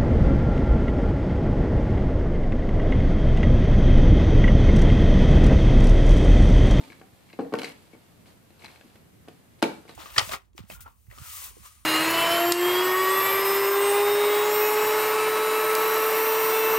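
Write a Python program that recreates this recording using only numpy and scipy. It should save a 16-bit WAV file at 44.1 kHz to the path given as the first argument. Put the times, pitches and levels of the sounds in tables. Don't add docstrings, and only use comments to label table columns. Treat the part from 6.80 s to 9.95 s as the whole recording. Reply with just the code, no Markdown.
import sys
import numpy as np
from scipy import signal
from scipy.fft import rfft, irfft, next_fast_len
from scipy.io import wavfile
from scipy.ndimage import uniform_filter1d, map_coordinates

SR = 44100
rng = np.random.default_rng(int(sys.argv[2]) if len(sys.argv) > 2 else 0)


def unload_audio(sound):
    columns = np.transpose(np.atleast_2d(sound))
    steps = np.round(np.clip(columns, -1, 1) * 32767)
    wavfile.write(sys.argv[1], SR, steps.astype(np.int16))


def linear_from_db(decibels):
    return 10 ** (np.asarray(decibels, float) / 20)


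N = 138915


def unit(x):
    return x / np.sqrt(np.mean(x ** 2))


def high(x, hz):
    return signal.sosfilt(signal.butter(4, hz, "high", fs=SR, output="sos"), x)


def dull(x):
    return signal.sosfilt(signal.ellip(6, 1, 40, 14300, fs=SR, output="sos"), x)


def colour(x, points):
    length = x.shape[-1]
    size = next_fast_len(length)
    hz = np.fft.rfftfreq(size, 1 / SR) + 1
    point_hz, point_db = np.array(points).T
    gain = linear_from_db(np.interp(np.log(hz), np.log(point_hz), point_db))
    return irfft(rfft(x, size) * gain, size)[..., :length]


def burst(ms, noise):
    t = np.arange(len(noise)) / (max(ms, .1) * SR / 1000)
    return noise * np.exp(-t) * (1 - np.exp(-6 * t))


def pair(length):
    mid, side = rng.standard_normal((2, length))
    side = signal.lfilter(*signal.butter(2, 450, "high", fs=SR), side)
    return np.array([mid + side, mid - side])


def add(track, s, x, pan_db):
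    i = max(int(s * SR), 0)
    x = x[..., :N - i]
    track[:, i:i + x.shape[-1]] += linear_from_db(np.array([[pan_db], [-pan_db]]) / 2) * x


MODE_JITTER, MODE_SCATTER_DB = .008, 2
SPREAD_DB, SPREAD_HZ = 5, 1900
TICK_FALL_DB_PER_OCT = 17.5


def ring(x, modes, near_hz=0):
    out = 0
    x = np.pad(x, ((0, SR // 4)))
    scatter = rng.standard_normal((len(modes), 3))
    for (hz, db, t60), (detune, louder, lean) in zip(modes, scatter):
        turn = 2j * np.pi * hz * (1 + MODE_JITTER * detune) / SR
        pole = np.exp(turn - np.log(1000) / (max(t60, .002) * SR))
        db = db + MODE_SCATTER_DB * louder
        if near_hz:
            db = db - TICK_FALL_DB_PER_OCT * abs(np.log2(hz / near_hz))
        lean_db = lean * SPREAD_DB * min(hz / SPREAD_HZ, 1) * np.array([[1], [-1]]) / 2
        out = out + linear_from_db(db + lean_db) * signal.lfilter([1], [1, -pole], x).imag
    return out


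def fading(bands, width):
    t = np.arange(SR // 2 + SR // 4) / SR
    tail = 0
    for hz, db, t60 in bands:
        band_pass = signal.butter(1, [hz / width, hz * width], "band", fs=SR, output="sos")
        band = signal.sosfilt(band_pass, pair(len(t)))
        tail = tail + linear_from_db(db - 60 * t / t60) * unit(band)
    gap_s = 0.0042
    return tail * np.clip(t / gap_s - 1, 0, 1)


# start_s [s], level_db [dB], contact_ms [ms]
KNOCKS = [(.002, -30, 2.35), (0.101, -38.5, 1.74), (0.214, -41, 0.45), (0.535, -38.5, 1.4),
          (.590, -20.5, 1.03), (.594, -21, 0.93), (0.601, -20.5, 1.6), (0.62, -30, 1.4), (0.648, -44, 0.19),
          (0.7235, -28, 0.86), (.730, -18, 1.9), (.738, -26.5, 0.57), (.740, -15.5, 0.56),
          (0.772, -34, 0.62), (0.789, -31, 0.96), (.833, -29, 0.66), (1.134, -39, 1.54), (1.150, -42, 0.96),
          (1.705, -46, 1.4), (1.839, -42.5, 1.75), (2.01, -51.5, 0.44), (2.047, -35.5, 3.3),
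          (2.055, -40.5, 5.3), (2.156, -53, 0.56), (2.477, -45, 0.35), (2.484, -33, 1.16),
          (2.826, -19.5, 0.61), (2.829, -9.5, 1.4), (3.053, -46, 0.57), (3.094, -40, 0.43)]
# pitch_hz [Hz], level_db [dB], t60_s [s]
DESK_MODES = [(151.6, -16, 0.59), (194, -5, 0.042), (276.6, -4, 0.08), (342, -0.5, 0.063),
              (455, -0.5, 0.059), (518, -4.5, 0.041), (601, -3.5, 0.049), (743.6, 0.5, 0.036),
              (887, -3, 0.032), (1123, 4.5, 0.023), (1378, -9.5, 0.075), (1500, -5, 0.071),
              (1800, -9, 0.089)]


def desk():
    x = np.zeros((2, N))
    t_ms = np.arange(400) / SR * 1000
    for s, db, ms in KNOCKS:
        push = np.sin(np.pi * np.clip(t_ms / max(ms, .1), 0, 1)) ** 2
        add(x, s, ring(linear_from_db(db) * push / push.sum(), DESK_MODES), 2)
    return high(x, 199.0) / 2


# start_s [s], level_db [dB], pitch_hz [Hz], t60_s [s]
THRUMS = [(.004, -44.5, 898, 0.092), (.008, -40, 269.8, 0.28), (.219, -42.5, 759, 0.11),
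          (.597, -20, 289, 0.07), (.592, -29, 810, 0.09), (.618, -27, 282, 0.065),
          (0.737, -22.5, 282, 0.088), (.738, -30, 1120, .04), (.622, -23, 455, 0.076),
          (.650, -36, 645, 0.089), (0.654, -31, 459, 0.11), (0.758, -24.5, 277, 0.073),
          (.760, -44, 895, 0.13), (.774, -27.5, 276.7, 0.18), (0.789, -30.5, 459, 0.13),
          (.800, -46, 154.4, .3), (.838, -31, 455, 0.14), (2.828, -11, 304, 0.031), (2.825, -28, 1075, .03),
          (2.848, -23, 450, .12), (2.888, -35.5, 450, 0.14)]


def desk_thrum():
    x = np.zeros((2, N))
    t = np.arange(SR // 3) / SR
    k = SR // 100
    swell = 1 - np.exp(-t / 0.0057)
    for (s, db, hz, t60), noise in zip(THRUMS, rng.standard_normal((len(THRUMS), len(t)))):
        flutter_db = 2 * unit(uniform_filter1d(uniform_filter1d(noise, k), k))
        level = linear_from_db(db + flutter_db - 60 * t / t60)
        add(x, s, level * swell * np.sin(2 * np.pi * hz * t), 1.5)
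    return x


# start_s [s], level_db [dB], length_ms [ms], strongest_hz [Hz]
TICKS = [(0.037, -43, 5.5, 2400), (0.1, -39.5, 9.4, 2000), (0.120, -31.5, 5, 1620), (.129, -39, 3, 2880),
         (.197, -45, 3, 4400), (.489, -46.5, 6, 2270), (0.215, -38, 4.7, 1800), (.498, -39, 13, 2250),
         (0.528, -36, 17, 2750), (0.588, -27.5, 27, 1570), (0.605, -34.5, 24, 2830),
         (0.725, -35.5, 11, 2180), (0.752, -26, 5.7, 2620), (.787, -26.5, 3.1, 2640),
         (0.795, -28, 5.5, 2670), (0.8173, -23, 2.1, 2700), (.832, -20, 4, 3150), (.856, -26.5, 4.2, 2460),
         (0.872, -35, 11, 2700), (.882, -41, 5, 2500), (0.919, -40, 2.4, 2400), (.8435, -15.5, 9.3, 3070),
         (.900, -34.5, 1.9, 2350), (1.128, -45.5, 30, 2300), (1.881, -46, 3.8, 2400),
         (1.458, -45, 5.2, 2460), (1.704, -48, 5.5, 3070), (1.791, -46.5, 8.9, 2900),
         (1.805, -48, 7.8, 2400), (1.821, -39.5, 1.2, 2530), (1.838, -42, 1.7, 2400),
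         (1.858, -34, 3.4, 3200), (1.866, -37, 2.6, 2620), (1.889, -45, 3, 2300), (1.902, -45, 2.7, 2600),
         (1.914, -46, 2.2, 3420), (1.925, -57, 2, 2470), (1.935, -61, 1.8, 2500), (1.971, -48, 3.4, 3500),
         (2.024, -53, 3, 1700), (2.838, -18, 6, 2280), (2.9085, -34, 3.6, 1920), (1.845, -34, 1.7, 2820),
         (1.8504, -35, 3.9, 2900), (1.958, -40.5, 8, 1850), (2.01, -36.5, 5, 1730), (2.101, -49, 4, 2100),
         (2.158, -49.5, 6.2, 2180), (3.079, -48, 2.2, 2570), (3.092, -40.5, 8.3, 3000),
         (3.11, -39.5, 4.3, 3400)]
# pitch_hz [Hz], level_db [dB], t60_s [s]
METAL_MODES = [(1140, 6, 0.0057), (1670, -9, 0.025), (2244, 0.5, 0.017), (2550, -0.5, 0.008),
               (2920, -9, 0.0066), (4060, 0.5, 0.013), (4610, -8.5, 0.024), (5070, -43, 0.0027),
               (8000, 1.5, 0.015), (9900, -17, 0.0016)]


def metal():
    x = np.zeros((2, N))
    for (s, db, ms, hz), noise in zip(TICKS, rng.standard_normal((len(TICKS), 2000))):
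        rattle = linear_from_db(db) * burst(ms / 2, noise) / np.sqrt(ms * 10)
        add(x, s, ring(rattle, METAL_MODES, hz), 5.5)
    return high(x, 1180)


# start_s [s], level_db [dB], decay_ms [ms], pan_db [dB]
CRACKS = [(.738, -37.5, 1.85, -30), (0.787, -29, 1.9, 4), (0.7924, -30.5, 4.3, -4), (0.8166, -32, 3.2, -9),
          (0.898, -45, 3.2, -8), (1.843, -37, 5.3, 1), (2.011, -46.5, 3.1, 4), (2.156, -48, 4.3, -3),
          (2.483, -40, 4.9, -1), (2.82, -27.5, 3.1, 0), (2.825, -14, 4.56, -2)]
# pitch_hz [Hz], level_db [dB per Hz]
CRACK_COLOUR = [(350, -10.5), (600, 6), (1830, -1.5), (2900, -2), (4770, -8), (7060, -17), (10400, -14),
                (15000, -25)]
# pitch_hz [Hz], level_db [dB], t60_s [s]
RING_MODES = [(800, -21, 0.011), (1360, 14, 0.0077), (2320, -9, 0.02), (2900, -3.5, 0.02),
              (4170, 0.5, 0.021)]
# pitch_hz [Hz], level_db [dB], t60_s [s]
SHUDDER = [(264, -30, 0.15), (448, -21.5, 0.15), (840, -33.5, 0.35), (1380, -40.5, 0.44), (2400, -31, 0.13),
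           (3900, -37.5, 0.32), (7500, -59, 0.22), (12000, -49, 0.36)]
SNAP_S, SNAP_DB = 2.8255, -21


def snap():
    x = np.zeros((2, N))
    for (s, db, ms, pan), (mid, side) in zip(CRACKS, rng.standard_normal((len(CRACKS), 2, 1500))):
        ports = [unit(colour(mid + k * .5 * side, CRACK_COLOUR)) for k in (1, -1)]
        add(x, s, linear_from_db(db) * np.array([burst(ms, noise) for noise in ports]), pan)
    blow = linear_from_db(SNAP_DB) * burst(2.3, rng.standard_normal(800)) / 10
    add(x, SNAP_S, high(ring(blow, RING_MODES), 440), 1.5)
    add(x, SNAP_S, dull(high(fading(SHUDDER, 1.106), 210)), 1)
    return x


# start_s [s], length_s [s], level_db [dB], pan_db [dB]
SCRAPES = [
    (0, 0.23, -64, -16),
    (0.74, 0.038, -47, -2),
    (0.779, 0.045, -42.5, 1),
    (0.819, 0.11, -42, -1),
    (1.459, 0.079, -54, -0.5),
    (1.792, .19, -52.5, -1.5),
    (2.786, 0.03, -59, 2),
    (3.077, 0.074, -50, -2),
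]
# pitch_hz [Hz], level_db [dB per Hz]
PAPER_COLOUR = [(800, 1), (1600, -6), (2300, -5.5), (3300, -6), (4500, -7), (5900, -15.5), (8500, -14.5),
                (14500, -17)]
# start_s [s], level_db [dB]
SHUFFLE = [(0, -48.5), (.25, -65), (0.399, -61.5), (1, -59), (1.6, -69), (1.95, -58), (2.2, -63.5),
           (2.35, -91), (2.5, -60), (2.7, -72), (3.15, -59)]
GRAINS_PER_S, GRAIN_SCATTER_DB = 6600, 2
SCRAPE_ATTACK = 0.17


def paper():
    chance, size = rng.random(N), rng.exponential(size=N)
    grain_level = (chance < GRAINS_PER_S / SR) * linear_from_db(GRAIN_SCATTER_DB * np.minimum(size, 3.5))
    grains = grain_level * (pair(N) + rng.standard_normal(N))
    grains = unit(colour(grains, PAPER_COLOUR))
    x = grains[:, ::-1] * linear_from_db(np.interp(np.arange(N) / SR, *np.array(SHUFFLE).T))
    for s, length, db, pan in SCRAPES:
        i = max(int(s * SR), 0)
        t = np.arange(int(length * SR)) / (length * SR)
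        g = grains[:, i:i + len(t)]
        shape = np.minimum(t / SCRAPE_ATTACK, (1 - t) / (1 - SCRAPE_ATTACK))[:g.shape[1]]
        add(x, s, linear_from_db(db) * g * shape ** 0.35, pan)
    return x


# pitch_hz [Hz], level_db [dB], t60_s [s]
ROOM_BANDS = [(123.5, -4.5, 0.38), (257, -44, 0.067), (500, -9, 0.28), (926, -3, 0.32), (2000, -2.5, 0.35),
              (4130, -8.5, 0.15), (8640, -4, 0.64), (13000, -20, .2)]


def room(x):
    tail = fading(ROOM_BANDS, np.sqrt(2)) / 150
    return signal.fftconvolve(x.mean(0, keepdims=True), tail, axes=1)[:, :N]


# pitch_hz [Hz], level_db [dB per Hz]
HUM_COLOUR = [(15, -59), (25, -18), (87, -2.5), (198, -5.5), (267, -9.5), (413, -15), (810, -22),
              (900, -30), (1170, -29), (1980, -120)]
# pitch_hz [Hz], level_db [dB per Hz]
HISS_COLOUR = [(410, 1), (700, -4.5), (828, -7), (895, -1.5), (1950, -2.5), (2590, -5), (5640, -13),
               (14000, -9.5), (15500, -46)]
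HUM_DB, HISS_DB, WAVER_DB = -55.5, -63, 1


def floor():
    k = SR // 8
    waver = unit(uniform_filter1d(uniform_filter1d(rng.standard_normal(N), k), k))
    hum = colour(pair(N) + 1.28 * rng.standard_normal((2, N)), HUM_COLOUR + [(1400, -40.0)])
    hiss = colour(rng.standard_normal((2, N)), [(450, -40)] + HISS_COLOUR)
    return linear_from_db(HUM_DB + WAVER_DB * waver) * unit(hum) + linear_from_db(HISS_DB) * unit(hiss)


def scene():
    near = desk() + desk_thrum() + dull(metal()) + snap() + dull(high(paper(), 260))
    left_late_s = .00002
    late = map_coordinates(near[0], [np.arange(N) - left_late_s * SR], mode="nearest")
    return np.array([late, near[1]]) + dull(high(room(near), 86)) + floor()


def low_pass(x):
    return signal.sosfilt(signal.butter(12, 15670, fs=SR, output="sos"), x)


def record(dry):
    x = signal.sosfilt(signal.butter(1, 60, "high", fs=SR, output="sos"), dry)
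    x = signal.sosfilt(signal.ellip(6, 1, 60, 15500, fs=SR, output="sos"), x)
    duck_s, duck_length_s, duck_db = 2.8165, 0.0032, -7.5
    dip = np.exp(-((np.arange(N) / SR - duck_s) / duck_length_s) ** 2)
    return low_pass(x * linear_from_db(duck_db * dip))


dry = scene()
out = record(dry)
unload_audio(out)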